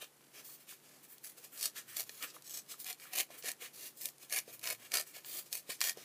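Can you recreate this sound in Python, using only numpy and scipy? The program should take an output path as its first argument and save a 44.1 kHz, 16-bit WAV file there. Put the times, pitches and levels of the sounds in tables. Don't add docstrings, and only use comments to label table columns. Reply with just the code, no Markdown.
import sys
import numpy as np
from scipy import signal
from scipy.fft import rfft, irfft
from scipy.io import wavfile
from scipy.ndimage import uniform_filter1d

SR = 44100
rng = np.random.default_rng(int(sys.argv[2]) if len(sys.argv) > 2 else 0)


def digitize_waveform(pressure):
    field = np.atleast_2d(pressure).T
    bounded = np.clip(field, -1, 1)
    quanta = np.round(bounded * 32767).astype(np.int16)
    wavfile.write(sys.argv[1], SR, quanta)


N = 266364
TOP_HZ = 15450


def tearing(gain_db=1.78):
    # (start [s], length [s], final crackle level before gain_db [dB], build-up [dB],
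    # body relative to crackle [dB], treble tilt [dB per octave], low flex [dB], flap resonance [Hz])
    tears = [ (1.246, 0.066, -55.5, -9, -16, 5, -7, 1280),
             (1.568, 0.09, -34.5, 19.5, -16, -1.5, -1.5, 1440), (1.97, 0.039, -38, 2, -15, 1.5, 1.5, 1190),
             (2.452, 0.13, -43, 12.5, -17, -.5, 3.5, 1240), (2.861, 0.048, -43, 4.5, -8, 2, -1, 2480),
             (3.137, 0.066, -33.5, 10, -8, 1.5, 4, 2210), (3.444, 0.045, -38.5, 10, -6.5, -.5, 1, 1660),
             (4.016, 0.067, -47.5, -2, -16.5, 3, 10.5, 1970), (4.322, 0.057, -35.5, 3, -7.5, 2, -0.5, 2300),
             (4.637, 0.083, -39, 7, -7, 1.5, 1.5, 2300), (4.94, 0.065, -41, -7.5, -8, 1.5, 4, 1400),
             (5.534, 0.054, -47, -8, -15.5, 3.5, 5, 2740), (5.827, 0.07, -37, -1, -9.5, 0.5, -1.5, 1840), ]
    # (frequency [Hz], level [dB])
    tear_colour = [(70, -52), (230, -24), (330, -13), (520, -10), (720, -9), (850, -14), (1250, -11),
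                   (2200, -5), (3500, -3.5), (5000, -1), (8000, 0), (11000, .5), (13500, 0), (15500, -3)]
    out = np.zeros(N)
    grain = dict(per_s=2800, spread_db=3.9, burst_db=2.2, burst_s=.003, hiss=.42)
    for row in tears:
        start_s, sound = stroke(row, attack_db_per_s=865, release_db_per_s=560, colour=tear_colour,
                                strip_share=0.97, scatter_db=3.0, **grain)
        add(out, start_s, sound)
    return out * undb(gain_db)


def snapping(gain_db=-1.0, cycles=0.76, crumble=0.38, crumble_s=0.0019):
    # (time [s], level before gain_db [dB], centre frequency [Hz])
    snaps = [(0.043, -46, 4100), (.8002, -60, 2500), (1.182, -49, 9500), (1.248, -45.5, 10700),
             (1.2722, -44, 12200), (1.6283, -27.5, 7100), (1.659, -50, 6550), (1.761, -45, 2600),
             (2.094, -37.5, 3600), (2.2258, -35.5, 6700), (2.4227, -47.5, 8900), (2.4955, -42, 9100),
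             (2.8013, -40.5, 9100), (2.8446, -37.5, 9600), (2.8752, -40, 9100), (2.9285, -37.5, 6600),
             (2.9993, -48, 3700), (3.1328, -40, 9700), (3.1859, -27, 7400), (3.194, -30, 7100),
             (3.207, -25, 5800), (3.3057, -52, 3900), (3.4252, -43, 5450), (3.5166, -32, 8300),
             (4.0118, -40, 10600), (4.0565, -25.5, 10700), (4.0873, -42, 8540), (4.1826, -51, 8400),
             (4.298, -43, 6300), (4.3252, -30, 5800), (4.3878, -26.5, 6300), (4.4792, -52.5, 3860),
             (4.594, -43.5, 11200), (4.614, -50, 8500), (4.6409, -34.5, 2800), (4.6736, -28.5, 3800),
             (4.9188, -33, 5940), (4.9391, -27, 4600), (4.971, -23.5, 5550), (5.0108, -32, 7200),
             (5.247, -43, 3040), (5.5282, -27.5, 8700), (5.8061, -29, 10600), (5.8143, -20, 3520),
             (5.8399, -30, 6900), (5.8954, -25, 6860), (5.9729, -46, 7200)]
    out = np.zeros(N)
    t = np.arange(SR // 50) / SR
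    strip = ring(strip_db(freqs(2048)))
    for s, db, hz in snaps:
        crack = np.exp(-t * hz / cycles) * np.cos(2 * np.pi * hz * t)
        noise = band(rng.standard_normal(len(t)), hz / 3, hz * 2, order=1)
        after = unit(noise) * np.exp(-t / crumble_s)
        snap = signal.fftconvolve(crack + crumble * after, strip)
        snap = band(snap, hz / 4, 17000, order=2)
        add(out, s, snap / np.std(snap[:SR // 1000]) * undb(db + gain_db))
    return out


def sliding(gain_db=0.74):
    # (start [s], length [s], final hiss level before gain_db [dB], build-up [dB],
    # body relative to hiss [dB], treble tilt [dB per octave], low flex [dB], flap resonance [Hz])
    slides = [ (0.02, 0.023, -55.5, -8, -4, -2.5, -1, 3500), (0.344, 0.056, -53.5, 4.5, -6, -4, 6, 1380),
              (0.451, 0.1, -52.5, -2, -21, 0, -16, 1130), (0.602, .025, -61.5, -0.5, -11, 0, -7, 1130),
              (0.693, 0.04, -52.5, -4, -10.5, -1, -17, 2950), (0.837, 0.13, -64, 1.5, -8, -4.5, 10, 1150),
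              (1.042, 0.0063, -56.5, -4.5, -12.5, 0.5, -8, 1580),
              (1.096, 0.037, -50.5, 4, -19, 5.5, -4, 1580),
              (1.384, 0.0051, -55.5, -4, -12.5, -2.5, 11, 1420),
              (1.431, 0.016, -50, 8, -11.5, -2.5, 7, 1410), (1.53, 0.079, -51, 1.5, -12, 2.5, 3, 1370),
              (1.766, 0.018, -44, 4, -6, -5, -8, 1590), (1.889, 0.078, -53.5, -3, -8, 2, -15, 1540),
              (2.069, 0.14, -53, 4.5, -13.5, -2, 1, 1120), (2.227, 0.013, -41, 0.5, -3.5, 0, -3, 1260),
              (2.276, 0.025, -54.5, 3, -11, -10, 8.5, 1250), (2.348, 0.0092, -53, 1, -10, -3, 10, 1240),
              (2.695, 0.023, -44, 7, -12, -3.5, 3, 3540), (2.803, 0.009, -44.5, -0.5, -22, 1, -12, 3560),
              (3.003, 0.039, -52.5, 4, -7, -2.5, 0, 2300), (3.066, 0.046, -60.5, -4, -4.5, 2, 0, 1300),
              (3.312, 0.042, -54.5, 2.5, -5, -1, 9, 2250), (3.388, 0.0064, -48.5, -3.5, -17, 2.5, 3, 1580),
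              (3.617, 0.042, -48.5, -0.5, -4.5, -2, 0.5, 2180),
              (3.742, 0.13, -45.5, 9, -14, -2.5, 5.5, 1940), (3.973, 0.063, -52.5, 0, -28, 0, 17, 1950),
              (4.202, 0.032, -52, 11, -9.5, -3, 8, 2510), (4.485, 0.02, -55.5, 0.5, -8.5, -4, 14, 2350),
              (4.533, 0.011, -47.5, -1, -14, 2, 2, 2360), (4.8, .062, -55, 6, -4.5, -2.5, 7.5, 1720),
              (5.072, 0.043, -59.5, -6, -10.5, -2, 1, 2300), (5.146, 0.029, -49.5, 3, -6.5, -3.5, 2, 2170),
              (5.26, 0.13, -39.5, 8.5, -16, 0.5, 6, 4860), (5.464, 0.0096, -60, -3.5, -14, -2.5, 17, 2720),
              (5.701, 0.0079, -39.5, 2.5, -7.5, -5, 3.5, 2140), (5.724, 0.018, -51, 13, -22, -6, 3, 2170),
              (5.98, 0.065, -58.5, -2.5, -6.5, -4, 6, 5740), ]
    # (frequency [Hz], level [dB])
    slide_colour = [(70, -40), (220, -24.5), (340, -10), (520, -9.5), (850, -18), (1300, -9.5),
                    (2200, -6.5), (3500, -3), (8000, 3.5), (15500, 6)]
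    out = np.zeros(N)
    grain = dict(per_s=12000, spread_db=2.8, burst_db=1.2, burst_s=.007, hiss=.8)
    for row in slides:
        start_s, sound = stroke(row, attack_db_per_s=817, release_db_per_s=421, colour=slide_colour,
                                strip_share=0.46, scatter_db=2.5, **grain)
        add(out, start_s, sound)
    return out * undb(gain_db)


def stroke(row, attack_db_per_s, release_db_per_s, colour, strip_share, scatter_db, **grain):
    s, length, level_db, build_db, body_db, tilt_db, flex_db, flap_hz = row
    first, last = int(max(s - .05, 0) * SR), int((s + length + .12) * SR)
    t = np.arange(first, last) / SR

    effort_db = np.interp(t, [s, s + length], [level_db - build_db, level_db])
    effort_db -= attack_db_per_s * np.maximum(s - t, 0)
    effort_db -= release_db_per_s * np.maximum(t - s - length, 0)

    hz = freqs(2048)
    db = colour_db(colour, hz)
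    db += tilt_db * np.log2(np.maximum(hz / 3500, 1))
    db += flex_db / (1 + (hz / 850) ** 6)
    db += strip_share * strip_db(hz)
    db += 5 / (1 + (np.log(hz / flap_hz) / .11) ** 2)
    db += scatter_db * wander(np.log(hz + 1500), .018)

    grains = fibres(np.arange(SR // 2) / SR, **grain)
    sound = signal.fftconvolve(grains, ring(db))[:len(t)]
    low = irfft(rfft(sound) / (1 + (freqs(len(t)) / 3300) ** 8), len(t))
    body = low / np.std(band(low, 900, 3300))
    treble = unit(sound - low)
    return t[0], (treble + body * undb(body_db)) * undb(effort_db)


def fibres(t, per_s, spread_db, burst_db, burst_s, hiss):
    n = len(t)
    size = undb(spread_db * np.minimum(rng.exponential(size=n), 4))
    happens = rng.random(n) < per_s / SR
    breaks = happens * size * rng.choice([-1, 1], n)
    grains = unit(breaks) + hiss * rng.standard_normal(n)
    force = grains * undb(burst_db * wander(t, burst_s))
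    power = uniform_filter1d(force ** 2, SR // 30)
    return force / np.sqrt(power + 1e-9)


def strip_db(hz):
    # (frequency [Hz], width [Hz], full lift [dB])
    resonances = [(660, 150, 6), (1030, 100, 3), (1470, 130, 2), (1850, 170, 6), (2350, 220, 6),
                  (2940, 160, 3), (4380, 400, 5), (5110, 250, 3), (6330, 300, 4), (7800, 400, 2)]
    return sum(lift / (1 + (2 * (hz - f) / width) ** 2) for f, width, lift in resonances)


def tapping(gain_db=-1, decay_s=0.0019, push_s=0.00046, thud=0.25, thud_s=0.0052):
    # (time [s], level before gain_db [dB], pitch [Hz])
    taps = [(.025, -47, 614), (.49, -55, 1160), (0.723, -52, 1440), (2.094, -53, 460), (2.365, -46, 1180),
            (2.74, -49.5, 1310), (3.054, -47, 1380), (3.303, -46.5, 623), (3.442, -45, 446),
            (3.62, -50.5, 460), (4.478, -50, 470), (5.166, -50, 710), (5.692, -42.5, 466),
            (5.972, -43, 460), (5.983, -51, 634)]
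    out = np.zeros(N)
    t = np.arange(SR // 10) / SR
    for s, db, hz in taps:
        flex = np.sin(2 * np.pi * hz * t) * np.exp(-t / decay_s)
        noise = band(rng.standard_normal(len(t)), hz * .5, hz * 1.4, order=2)
        flutter = unit(noise) * np.exp(-t / thud_s)
        soft_start = 1 - np.exp(-t / push_s)
        tap = band((flex + thud * flutter) * soft_start, 160, 4000, order=2)
        add(out, s, tap / np.abs(tap).max() * np.sqrt(2) * undb(db + gain_db))
    return out


def crinkling(per_s=70, level_db=-68, spread_db=3.0, decay_s=0.0031):
    out = np.zeros(N)
    t = np.arange(SR // 100) / SR
    for when, size, pitch in rng.random((int(per_s * N / SR), 3)):
        hz = 1300 * 6 ** pitch
        noise = band(rng.standard_normal(len(t)), hz / 2, hz * 2, order=1)
        tick = unit(noise) * np.exp(-t / decay_s)
        extra_db = spread_db * min(-np.log(1 - size), 3)
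        add(out, when * N / SR, tick * undb(level_db + extra_db))
    return out


def room(x, tail_db=-15, t60_s=0.093):
    t = np.arange(SR // 3) / SR
    early = rng.standard_normal(len(t)) * np.exp(-t / .006) * (t > .001)
    early *= undb(-12) / np.linalg.norm(early)
    tail = band(rng.standard_normal(len(t)), 110, 26000, order=1)
    tail *= undb(-60 * t / t60_s) * (t > .005)
    response = early + undb(tail_db) * tail / np.linalg.norm(tail)
    response[0] += 1
    return signal.fftconvolve(x, response / np.linalg.norm(response))[:N]


def background(hum_hz=142, hum_db=-80, drone_hz=115, waver_db=1):
    # (frequency [Hz], relative level [dB])
    noise_colour = [(25, -15), (50, -11), (90, -9.5), (125, 2), (200, 7), (340, 9), (520, 4.5), (900, 1),
                    (2000, -2.5), (5000, -5.5), (12000, -2.5), (15500, -8.5)]
    # (time [s], level [dB])
    drone_levels = [(0, -110), (1.75, -94), (1.9, -76), (2.05, -76), (2.17, -117), (4.35, -94),
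                    (4.5, -78.5), (4.8, -75), (4.92, -88), (6.04, -90)]
    t, hz = np.arange(N) / SR, freqs(N)
    spectrum = rfft(rng.standard_normal(N)) * undb(colour_db(noise_colour, hz))
    noise = irfft(spectrum * (hz < TOP_HZ), N)
    noise = unit(noise) * undb(-65.5 + .5 * wander(t, 0.042))

    hum = np.sin(2 * np.pi * hum_hz * t + 1.2 * wander(t, 0.18))
    hum *= undb(hum_db + waver_db * wander(t, 0.18))
    drone = np.sin(2 * np.pi * drone_hz * t + 0.25 * wander(t, 0.3))
    drone *= undb(np.interp(t, *np.transpose(drone_levels)))
    return noise + np.sqrt(2) * (hum + drone)


def undb(db):
    return 10 ** (np.asarray(db) / 20)


def unit(x):
    return x / np.sqrt(np.mean(x ** 2) + 1e-20)


def freqs(n):
    return np.maximum(np.arange(n // 2 + 1) * SR / n, 1)


def colour_db(points, hz):
    f, db = np.transpose(points)
    return np.interp(np.log(hz), np.log(f), db)


def wander(x, step):
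    k = (x - x.min()) / step
    return np.interp(k, np.arange(4096), rng.standard_normal(4096)) * np.sqrt(3 / 2)


def ring(db, size=2048):
    cepstrum = irfft(db * np.log(10) / 20)
    cepstrum[1:size // 2] *= 2
    cepstrum[size // 2 + 1:] = 0
    return irfft(np.exp(rfft(cepstrum)))


def band(x, lo_hz, hi_hz, order=3):
    limits = [lo_hz, min(hi_hz, SR / 2 - 100)]
    return signal.sosfilt(signal.butter(order, limits, "band", fs=SR, output="sos"), x)


def add(out, s, sound):
    i = max(int(s * SR), 0)
    out[i:i + len(sound)] += sound[:max(N - i, 0)]


def scene():
    card = tearing() + snapping() + sliding() + tapping() + crinkling()
    return (room(card) + background())[None]


def record(dry):
    return signal.sosfilt(signal.ellip(10, .2, 70, TOP_HZ, fs=SR, output="sos"), dry)


dry = scene()
out = record(dry)
digitize_waveform(out)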